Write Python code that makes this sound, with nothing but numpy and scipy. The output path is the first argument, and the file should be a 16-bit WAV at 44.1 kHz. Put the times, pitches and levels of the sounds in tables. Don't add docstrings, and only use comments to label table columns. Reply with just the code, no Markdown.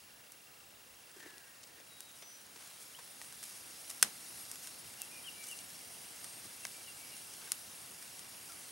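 import sys
import numpy as np
from scipy import signal
from scipy.io import wavfile
from scipy.ndimage import uniform_filter1d

SR = 44100
rng = np.random.default_rng(int(sys.argv[2]) if len(sys.argv) > 2 else 0)


def digitize_waveform(pressure):
    field = np.atleast_2d(pressure).T
    bounded = np.clip(field, -1, 1)
    quanta = np.round(bounded * 32767).astype(np.int16)
    wavfile.write(sys.argv[1], SR, quanta)


def field_ratio(decibels):
    return 10 ** (np.asarray(decibels, dtype=float) / 20)


N = 384111
TIME = np.arange(N) / SR

# start_s, level_db
FIRE = [(0.0, -64), (0.99, -64), (1.19, -61), (1.7, -62), (2.15, -59), (2.5, -59), (2.62, -56.5),
        (3.69, -52), (4.56, -50.5), (4.73, -52.5), (5.58, -51.5), (7.42, -51), (8.27, -52), (8.71, -51)]
FULL_DB = -51.5
# pitch_hz, level_db (per Hz)
STEAM = [(710, -41), (1200, -12), (1340, -9.5), (2240, -5.5), (2550, -7.5), (2740, -8), (2990, -6.5),
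         (5520, -4.5), (7300, -5), (9550, -1.5), (11700, -4), (13200, -6.5), (15600, -20)]
# pitch_hz, width_hz, level_db
STEAM_PEAKS = [(4950, 130, 4.5), (5500, 130, 5.5), (6600, 210, 2), (8960, 170, 2), (9710, 590, 4.5),
               (11500, 600, 3.0), (12150, 330, -6), (12550, 160, -3)]


def steam():
    s, level_db = np.transpose(FIRE)
    tilt_db = -1.63 + 0.35 * (level_db - FULL_DB)
    hiss = air(STEAM, patchy_db=1.5, flicker_db=0.5, size=512, tilt=(s, tilt_db), peaks=STEAM_PEAKS)
    spits_per_s = 500
    spits = field_ratio(3.6 * np.minimum(rng.exponential(1, N), 4)) * (rng.random(N) < spits_per_s / SR)
    sizzle = evened(resonate(spits, 9100, 2800) + 1.2 * resonate(spits, 5600, 1500))
    song = jet_song(9400, wander_hz=300, width=350)
    return field_ratio(np.interp(TIME, s, level_db)) * (hiss + field_ratio(-10.5) * sizzle + field_ratio(-10.5) * song)


def jet_song(hz, wander_hz, width):
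    noise, drift, flutter = rng.standard_normal((3, N))
    sung = resonate(noise, hz + wander_hz * evened(uniform_filter1d(drift, size=1500)), width)
    return evened(sung * field_ratio(4.6 * evened(uniform_filter1d(flutter, size=700))))


# pitch_hz, level_db (per Hz)
FLAME = [(15, -50), (25, -19), (102, -2.5), (262, -1.5), (589, -5), (687, -1), (1320, -6), (2230, -9),
         (2500, -11), (3250, -43), (5500, -120)]


def flames():
    lag_s, share, full_db = 0.6, 0.53, -60.5
    steam_db = np.interp(TIME - lag_s, *np.transpose(FIRE))
    level_db = full_db + share * (steam_db - FULL_DB)
    return field_ratio(level_db) * air(FLAME, patchy_db=0.8, flicker_db=0.24, size=2048)


# start_s, peak_db, ring_db, low_db, left_right_db
CRACKS = [(0.3187, -34.5, -4.5, -44, 0.0), (1.3803, -35, -19, -32, 12), (2.0043, -27, -8, -33, 8),
          (2.574, -39, -10, -29, 12), (3.2144, -32, -6, -19, .5), (3.437, -26, -6, -32, 0.0),
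          (3.9005, -27.5, -5, -30, 0.0), (4.0258, 2, -15, -32, 1.5), (4.0357, -21, -8, -30, 3.5),
          (4.5136, -22, -9.5, -36, 0.0), (4.6713, -31, -2, -25, 2), (5.017, -17, -21, -50, 2),
          (5.4398, -36, -3, -26, 0.0), (5.588, -36, -5, -29, 0.0), (6.2427, -25.5, -7.5, -28, 3),
          (6.6505, -28, -18, -28, 0.5), (6.651, -30, -12, -34, 0.5), (7.337, -31, -10, -36, 11),
          (7.5178, -10, -14, -33, 4), (8.1923, -28, -11, -33, 3)]
# start_s, peak_db
SNAPS = [(1.6335, -41), (2.879, -39), (3.076, -39), (3.245, -37), (3.3238, -33), (3.428, -31),
         (2.9936, -38), (3.9097, -29), (3.5594, -38), (4.0454, -25), (4.556, -31), (4.9377, -36),
         (5.5122, -40), (7.166, -34), (7.5274, -31), (8.024, -30.5), (8.52, -33)]
SNAP_RING_DB, SNAP_LOW_DB, SNAP_PAN_DB = -7.5, -26, 0.6
# start_s, peak_db
DRY_TICKS = [(4.0135, -33), (6.6665, -40), (6.6682, -28), (3.4295, -37), (2.09, -42), (1.196, -41),
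             (1.638, -41)]
DRY_RING_DB, DRY_LOW_DB = -18, -38
# pitch_hz, width_hz, level_db
POP_BODY = [(1630, 610, -4.5), (2200, 820, -12), (5420, 680, -8), (9000, 3300, -2.5), (10500, 1400, -14)]


def pops():
    out, t, late = np.zeros((2, N)), TIME[:2500], TIME[:8000]
    rows = CRACKS + [(s, db, SNAP_RING_DB, SNAP_LOW_DB, SNAP_PAN_DB) for s, db in SNAPS]
    rows = rows + [(s, db, DRY_RING_DB, DRY_LOW_DB, SNAP_PAN_DB) for s, db in DRY_TICKS]
    for s, db, ring_db, low_db, pan_db in rows:
        noise, *scatter = rng.standard_normal((3, len(late)))
        u = (t - 0.0013) * 21000 * field_ratio(-0.15 * (low_db + 26))
        push = np.exp(-u ** 2)
        crack = (1 - 2 * u ** 2) * push
        crack = crack + 1.2 * resonate(crack, 8600, 2200) + 4.3 * resonate(crack, 2000, 1200)
        crack = field_ratio(db - 0.5) * crack / crack.max()

        flight_s = 0.0092 + 0.00008 * db
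        fall = field_ratio(-60 * (t / flight_s) ** 3) + field_ratio(-10 - 60 * t / 0.045)
        splinters = noise[:len(t)] * fall * (t > 0.0019)
        ring = sum(field_ratio(b) * resonate(splinters, f, w) * np.sqrt(2000 / w) for f, w, b in POP_BODY)
        ring = field_ratio(db + ring_db - 1.2) * ring

        add(out, s, band(crack + ring, 3390, 16500), 0.26 * pan_db)
        low = band(field_ratio(2.5) * crack + field_ratio(-4.5) * ring, 600, 3320) + field_ratio(db - 5) * band(push, 900, 2300)
        low = field_ratio(low_db + 22.5) * low
        add(out, s, low, pan_db)
        add(out, s + 0.0026, field_ratio(-4) * band(low, 500, 2200), pan_db)
        trees = split(np.array(scatter), 6600, 5.1) * field_ratio(db - 41 - 60 * late / 0.22) * (late > 0.004)
        add(out, s, trees.T, 0)
    return out


LOG_SPLIT, STICK_SPLIT = (4.0273, -6), (7.5192, -14)  # start_s, level_db
# start_s, level_db
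KNOT_SPLITS = [
    (6.6517, -32),
    (6.6536, -34),
]
# pitch_hz, level_db, t60_s
BIG_LOG = [(1520, -10, .013), (1900, -19, .012), (2450, -13, .012), (3470, -20, .02), (4390, -17, .012),
           (5100, -9, .015), (5400, -17, .016), (6170, -14, .018), (7450, -15, .016), (8330, -13, .018),
           (8850, -20, .02), (9700, -12, .02), (10500, -20, .03), (11720, -24, .016)]
# pitch_hz, level_db, t60_s
LOG_BUTT = [(160, -46, .09), (500, -38, .05), (750, -31, .04), (980, -31, .02), (2120, -19, .014),
            (13200, -27, .015), (14600, -26, .016), (15500, -27, .014)]
# pitch_hz, level_db, t60_s
THIN_STICK = [(4080, -19, .014), (5420, -15, .012), (6900, -19, .012), (8450, -9, .006), (10000, -12, .013),
              (10950, -13, .012), (13530, -16, .013), (15000, -20, .01)]
# pitch_hz, level_db, t60_s
KNOT = [(720, -10, .02), (1250, -6, .01), (1700, -4, .009), (2250, 1, .008)]
# pitch_hz, level_db, t60_s
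KNOT_SHELL = [(3100, -6, .007), (4200, -8, .006), (5300, 2, .008), (6500, 1, .007), (8700, 3, .006),
              (11500, -8, .006), (15200, -14, .008)]


def splitting_wood():
    t, out = TIME[:3000], np.zeros((2, N))
    splits = [(LOG_SPLIT, BIG_LOG), (LOG_SPLIT, LOG_BUTT), (STICK_SPLIT, THIN_STICK)]
    splits += [(KNOT_SPLITS[0], KNOT_SHELL)] + [(step, KNOT) for step in KNOT_SPLITS]
    rise = np.minimum(1, t / 0.0004)
    for (s, blow_db), modes in splits:
        ring = 0
        for k, (hz, db, t60) in enumerate(modes):
            ring = ring + (-1) ** k * field_ratio(db - 60 * t / t60) * np.sin(2 * np.pi * hz * t)
        add(out, s, field_ratio(blow_db) * ring * rise, 1.0)
    return out


# start_s, length_s, level_db, low_db
SPURTS = [(1.866, 0.046, -62, -6), (2.149, .06, -57, 0), (2.578, 0.23, -57.5, 7.5), (2.8, .05, -51.5, -17),
          (3.215, 0.075, -52.5, -4), (3.428, 0.012, -43.5, -5), (3.436, 0.16, -50, -4),
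          (3.895, 0.028, -44, -2), (4.618, 0.09, -49, -2), (5.422, 0.063, -48.5, -6),
          (5.464, .085, -46.5, -11), (5.559, 0.043, -50, -14), (7.402, 0.11, -59, 10)]


def spurts():
    out = np.zeros((2, N))
    for s, length, db, low_db in SPURTS:
        noise, clumps = rng.standard_normal((2, 14000))
        u = TIME[:14000] / length
        rough = noise * field_ratio(2.7 * evened(uniform_filter1d(clumps, size=150)))
        gush = rough * np.minimum(1, u / 0.1) * np.exp(-u ** 2)
        bright = 1.43 * resonate(gush, 9200, 1900) + 0.56 * resonate(gush, 6200, 1500) + 0.35 * gush
        add(out, s, field_ratio(db) * split(bright, 4300, low_db), 0.3)
    return out


# start_s, pitch_hz, level_db
LONG_WHISTLE = [(0.0, 10190, -70), (0.4, 10170, -72), (0.62, 9910, -73), (1.1, 10020, -71),
                (1.4, 9790, -73), (1.85, 9940, -72), (1.9, 9470, -68), (2.0, 9850, -66), (2.06, 9900, -70)]
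# start_s, pitch_hz, level_db
CHOKED_WHISTLE = [(1.894, 3890, -72), (1.922, 3850, -62), (1.988, 3826, -64), (2.004, 3830, -74),
                  (2.016, 3822, -62), (2.058, 3832, -66), (2.1, 3805, -62), (2.114, 3800, -78),
                  (2.132, 3825, -67), (2.2, 3822, -75)]
# start_s, pitch_hz, level_db
STEPPED_WHISTLE = [(6.218, 8550, -64), (6.232, 8800, -57), (6.285, 8860, -57), (6.322, 8750, -58),
                   (6.332, 8560, -58), (6.37, 8640, -59), (6.4, 8780, -57), (6.41, 8780, -66)]
# start_s, length_s, first_hz, last_hz, level_db
CLEAR_WHISTLES = [
    (.4, .5, 7870, 7870, -78),
    (2.21, 0.25, 6020, 5880, -57.5),
]
# length_share, glide_share, level_db
CLEAR_SHAPE = [(0, 0, -8), (.1, .3, -1), (.6, .75, -1), (.68, .95, -9), (1, 1, -14)]
# start_s, length_s, first_hz, last_hz, level_db
HOARSE_WHISTLES = [(4.365, .1, 11600, 11400, -56), (8.08, .12, 7830, 7700, -63),
                   (4.255, .045, 9850, 9250, -58), (4.335, .05, 9800, 9500, -56),
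                   (4.383, .06, 8950, 9300, -54)]
# length_share, glide_share, level_db
HOARSE_SHAPE = [(0, 0, -15), (.15, .15, -3), (.7, .7, 1), (1, 1, -14)]


def whistles():
    out = np.zeros((2, N))
    for rows, waver_hz in (LONG_WHISTLE, 14), (CHOKED_WHISTLE, 12), (STEPPED_WHISTLE, 30):
        add(out, rows[0][0], tone(rows, waver_hz), 0.3)
    for row in CLEAR_WHISTLES:
        add(out, *sputter(*glide(row, CLEAR_SHAPE, waver_hz=14), depth_db=1.2), 0.3)
    for row in HOARSE_WHISTLES:
        add(out, *glide(row, HOARSE_SHAPE, waver_hz=89), 0.3)
    return out


def sputter(start, sound, depth_db):
    breaks = evened(uniform_filter1d(rng.standard_normal(len(sound)), size=900))
    return start, sound * field_ratio(depth_db * breaks)


# start_s, peak_db, pitch_hz
EMBERS = [(1.1162, -44, 8000), (1.3816, -41, 7000), (1.4773, -46, 8000), (1.6345, -43, 7000),
          (1.6734, -45, 8000), (2.1145, -44, 9000), (2.215, -47, 9500), (2.415, -45, 9000),
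          (2.467, -43, 9000), (2.676, -44, 9500), (2.702, -44, 10000), (5.441, -34, 6500),
          (5.4875, -39, 8500), (5.5135, -35, 10000), (5.5897, -33, 5900), (5.579, -41, 9000),
          (6.6678, -42, 5000)]


def embers():
    t, out = TIME[:400], np.zeros((2, N))
    for s, db, hz in EMBERS:
        middle, upper, lower = [np.sin(2 * np.pi * hz * ratio * t) for ratio in (1, 1.25, 0.75)]
        add(out, s, field_ratio(db - 4 - 60 * t / 0.005) * (middle - upper + lower), 0.5)
    return out


# start_s, peak_db, pitch_hz, left_right_db
KNOCKS = [(1.093, -50, 1510, 4), (1.199, -44, 1820, 5), (1.226, -46, 1730, 6), (1.27, -48, 1650, 7),
          (1.299, -47, 1660, 7), (1.799, -50, 533, 8), (2.22, -46, 2140, 7), (2.221, -50, 3500, 4),
          (2.222, -51, 4800, 3), (2.99, -46, 450, 1.5), (3.213, -48, 848, 1.0), (7.419, -46, 1400, 4),
          (7.472, -43.5, 1590, 1.0), (7.848, -48, 1550, 0.5), (2.222, -45, 580, 0.1),
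          (2.558, -42, 360, 1.5), (2.985, -42.5, 990, 2), (2.987, -47, 1550, 2), (1.225, -52, 2330, 5),
          (1.228, -52, 1500, 5), (1.162, -47, 360, 1.5), (1.224, -48, 340, 1.5), (1.258, -49, 320, 1.5)]
# start_s, peak_db, pitch_hz, left_right_db
THUMPS = [
    (4.04, -39, 215, 0.1),
    (6.44, -46, 215, -1),
    (6.78, -55, 230, 0.1),
]


def knocks():
    out, t = np.zeros((2, N)), TIME[:6000]
    for rows, t60 in (KNOCKS, 0.056), (THUMPS, 0.24):
        for s, db, hz, pan_db in rows:
            blow = rng.standard_normal(len(t)) * field_ratio(-60 * t / t60) * np.minimum(1, t / 0.0035)
            body = resonate(blow, hz, 60 + 0.1 * hz) + 0.12 * resonate(blow, hz * 2.54, 390)
            body = body + 0.19 * band(blow, 500, 11200)
            add(out, s, field_ratio(db) * body / abs(body).max(), pan_db)
    return out


# start_s, landing_s (time to full weight), rustle_db, weight_db
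STEPS = [
    (1.045, .05, -71, -76),
    (1.15, .11, -63, -63),
    (1.625, .03, -55.5, -80),
    (1.72, .06, -65, -70),
]
# pitch_hz, width_hz
SCUFF_HZ = [(330, 236), (1720, 570), (5000, 4000)]


def scuff():
    start = STEPS[0][0]
    t = start + TIME[:SR]
    clumps = evened(uniform_filter1d(rng.standard_normal(len(t)), size=200))
    grains = rng.standard_normal(len(t)) * field_ratio(3.3 * clumps)
    rustle = weight = 0
    for s, landing, rustle_db, weight_db in STEPS:
        since, after = t - s, np.maximum(t - s - landing, 0)
        rustle = rustle + (t > s) * field_ratio(rustle_db - 680 * abs(since - 0.3 * landing))
        rising = field_ratio(weight_db - 12 * np.clip(1 - since / landing, 0, 1)) * np.clip(since / 0.014, 0, 1)
        weight = weight + rising * (field_ratio(-200 * after) + field_ratio(-11 - 40 * after))
    sound = 0
    for level, (hz, width) in zip((weight, field_ratio(0.5) * weight, rustle), SCUFF_HZ):
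        sound = sound + level * evened(resonate(resonate(grains, hz, width), hz, width))
    return start, sound


# start_s, pitch_hz, level_db
SOLE_SQUEAK = [(1.195, 1880, -63), (1.23, 1770, -60), (1.26, 1740, -65), (1.29, 1720, -63),
               (1.4, 1648, -68), (1.52, 1640, -72)]
# start_s, pitch_hz, level_db
HEEL_SQUEAK = [(1.28, 1960, -70), (1.4, 1900, -76), (1.58, 1850, -74), (1.66, 1760, -79), (1.76, 1860, -73),
               (1.85, 1850, -79)]
# start_s, length_s, first_hz, last_hz, level_db
RUBS = [
    (2.946, .016, 2970, 3030, -50),
    (2.962, .015, 3300, 3250, -54),
    (8.49, .058, 1480, 1140, -57),
]
# length_share, glide_share, level_db
RUB_SHAPE = [(0, 0, -10), (.25, .3, 0.5), (.6, .5, -10), (1, 1, -14)]


def squeaks():
    out = np.zeros((2, N))
    for squeak in SOLE_SQUEAK, HEEL_SQUEAK:
        add(out, *sputter(squeak[0][0], tone(squeak, waver_hz=35), depth_db=2.5), 1.5)
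    for row in RUBS:
        add(out, *glide(row, RUB_SHAPE, waver_hz=50), 1.5)
    return out


# start_s, length_s, top_hz, last_hz, level_db
HIGH_NOTES = [
    (4.975, .066, 2860, 2660, -52),
    (5.235, .068, 3240, 2740, -45),
    (5.48, .064, 3020, 2720, -46),
]
# length_share, glide_share, level_db
HIGH_SHAPE = [(0, .35, -16), (.15, .25, -11), (.33, 0, -11), (.8, .88, 0), (1, 1, -15)]
# start_s, length_s, top_hz, last_hz,
# level_db
LOW_NOTES = [(5.108, .095, 2460, 2320, -57), (5.355, .1, 2330, 2270, -57), (5.465, .06, 2310, 2280, -63),
             (5.57, .05, 2320, 2290, -65)]
# start_s, length_s, top_hz, last_hz, level_db
LOW_ANSWER = [(6.72, .105, 2360, 2280, -63), (6.972, .1, 2300, 2230, -61), (7.09, .07, 2270, 2240, -65)]
# length_share, glide_share, level_db
LOW_SHAPE = [(0, .4, -7), (.3, 0, -4), (.65, .35, 0), (1, 1, -8)]
# start_s, length_s, top_hz, last_hz, level_db
HIGH_ANSWER = [
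    (6.595, .08, 2830, 2660, -56),
    (6.84, .075, 3120, 2770, -53),
    (7.1, .06, 3000, 2780, -56),
]
# length_share, glide_share, level_db
ANSWER_SHAPE = [(0, 0, -16), (.3, .35, -12), (.55, .85, 0), (.8, 1, -4), (1, 1, -12)]
# delay_s, level_db
FAR_TRUNKS = [(.075, -15), (.1, -19)]


def bird():
    dry = np.zeros((2, N))
    phrases = (HIGH_NOTES, HIGH_SHAPE), (LOW_NOTES + LOW_ANSWER, LOW_SHAPE), (HIGH_ANSWER, ANSWER_SHAPE)
    for notes, shape in phrases:
        for note in notes:
            add(dry, *glide(note, shape, waver_hz=20.9), 4)
    t = TIME[:SR // 2]
    trunks = rng.standard_normal((2, len(t))) * field_ratio(-60 * t / 0.5) * (t > 0.012)
    tail = signal.fftconvolve(dry, trunks / np.linalg.norm(trunks[0]), axes=1)[:, :N]
    echoes = sum(field_ratio(db) * np.roll(dry[::-1], round(s * SR), axis=1) for s, db in FAR_TRUNKS)
    return dry + field_ratio(-6.5) * tail + echoes


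# start_s, level_db
TICKS = [(0.0, -71), (1.5, -70.5), (2.5, -80), (3.2, -71.5), (4.0, -69.5), (6.5, -69.5), (8.71, -68.5)]


def camcorder():
    frames_per_s, first_tick_s = 30000 / 1001, 0.0035
    turns = (TIME - first_tick_s) * frames_per_s
    ticks = np.diff(np.floor(turns), prepend=-1) * field_ratio(1.2 * rng.standard_normal(N))
    housing = resonate(resonate(ticks, 2746, 160), 2746, 160)
    line_hz = 15733.5 + 2 * np.cos(2 * np.pi * TIME / 9.5)
    throb = 1 + 0.6 * np.cos(2 * np.pi * (13.11 * TIME + 0.155))
    whine = throb * np.sin(2 * np.pi * np.cumsum(line_hz) / SR)
    return field_ratio(np.interp(TIME, *np.transpose(TICKS))) * evened(housing) + field_ratio(-67) * evened(whine)


# pitch_hz, level_db (per Hz)
WOODS = [(18, -52), (30, -31), (71, -6.5), (317, -16), (494, -1), (771, -5.5), (902, -4.5), (2310, -20),
         (2710, -8), (3910, -9), (8800, -9), (9770, -16), (10600, -11), (13700, -12), (15600, -8.5)]


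def woods():
    return field_ratio(-60.5) * air(WOODS, patchy_db=0.1, flicker_db=0.4, size=2048)


# pitch_hz, likeness (0 to 1)
SAME = [(25, .75), (60, .99), (120, 0.95), (240, 0.92), (480, 0.26), (950, 0.13), (1890, 0.17),
        (3770, 0.82), (7520, 0.99), (15000, 0.99)]


def air(spectrum, patchy_db, flicker_db, size, tilt=((0, 9), (0, 0)), peaks=()):
    hop = size // 4
    frames, hz = N // hop + 5, np.fft.rfftfreq(size, 1 / SR)
    a, b, c, d, patches = rng.standard_normal((frames, len(hz), 5)).T
    patches = uniform_filter1d(patches, size=size // 100, axis=0)
    patches = evened(uniform_filter1d(patches, size=12288 // size, axis=1))
    flicker = evened(uniform_filter1d(rng.standard_normal(frames), size=4))
    slope = np.log2(hz / 7000 + 0.0035)[:, None] * np.interp(np.arange(frames) * hop / SR, *tilt)
    colour = read(spectrum, hz) + sum(db / (1 + ((hz - f) / w * 2) ** 2) for f, w, db in peaks)
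    same = np.clip(read(SAME, hz), -1, 1)[:, None]
    left, other = a + 1j * b, c + 1j * d
    z = np.array([left, same * left + np.sqrt(1 - same ** 2) * other])
    z *= field_ratio(colour[:, None] + patchy_db * patches + flicker_db * flicker + slope)
    return evened(signal.istft(z, nperseg=size, noverlap=size - hop)[1][:, :N])


def read(points, hz):
    f, value = np.transpose(points)
    return np.interp(np.log(hz + 1), np.log(f + 1), value)


def tone(rows, waver_hz):
    s, hz, db = np.transpose(rows)
    t = np.arange(s[0], s[-1], 1 / SR)
    wander = evened(uniform_filter1d(rng.standard_normal(len(t)), size=300))
    turns = np.cumsum(np.interp(t, s, hz) + waver_hz * wander) / SR
    fade = np.minimum(1, np.minimum(t - s[0], s[-1] - t) / 0.004)
    return np.sqrt(2) * field_ratio(np.interp(t, s, db)) * fade * np.sin(2 * np.pi * turns)


def glide(row, shape, waver_hz):
    start, length, first_hz, last_hz, db = row
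    share, way, swell_db = np.transpose(shape)
    rows = np.transpose([length * share, first_hz + (last_hz - first_hz) * way, db + swell_db])
    return start, tone(rows, waver_hz)


def resonate(x, hz, width):
    turn = np.exp(2j * np.pi * np.cumsum(hz * np.ones(len(x))) / SR)
    r = np.exp(-np.pi * width / SR)
    return 2 * (turn * signal.lfilter([1 - r], [1, -r], x / turn)).real


def band(x, low_hz, high_hz):
    return signal.sosfiltfilt(signal.butter(2, [low_hz, high_hz], "band", fs=SR, output="sos"), x)


def split(x, hz, low_db):
    return band(x, hz, 14000) + field_ratio(low_db) * band(x, 590, hz)


def evened(x):
    return x / np.sqrt(np.mean(x ** 2) + 1e-20)


def add(mix, s, sound, pan_db):
    part = mix[:, round(s * SR):][:, :len(sound)]
    part += sound[:part.shape[1]].T * field_ratio(np.array([[0.5], [-0.5]]) * pan_db)


def scene():
    fire = steam() + flames() + pops() + splitting_wood() + spurts() + whistles() + embers()
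    mix = fire + knocks() + squeaks() + bird() + camcorder() + woods()
    add(mix, *scuff(), 1.0)
    return mix


def top_cut(x):
    return signal.sosfilt(signal.butter(12, 17160, fs=SR, output="sos"), x)


def record(dry):
    no_rumble = signal.sosfilt(signal.butter(3, 50, "high", fs=SR, output="sos"), dry)
    limited = 1.5 * np.tanh(no_rumble / 1.5)
    edge = signal.firwin(1201, 15790, window=("kaiser", 5), fs=SR)
    kept = signal.oaconvolve(limited, edge[None], "same")
    loudness = uniform_filter1d(abs(limited).mean(0), size=88)
    leak = field_ratio(-33) + np.clip(12 * (loudness - 0.006), 0, 0.35)
    top = leak * band(limited - kept, 15000, 16700)
    return top_cut(0.96 * np.clip(kept + top, -1, 1))


dry = scene()
out = record(dry)
digitize_waveform(out)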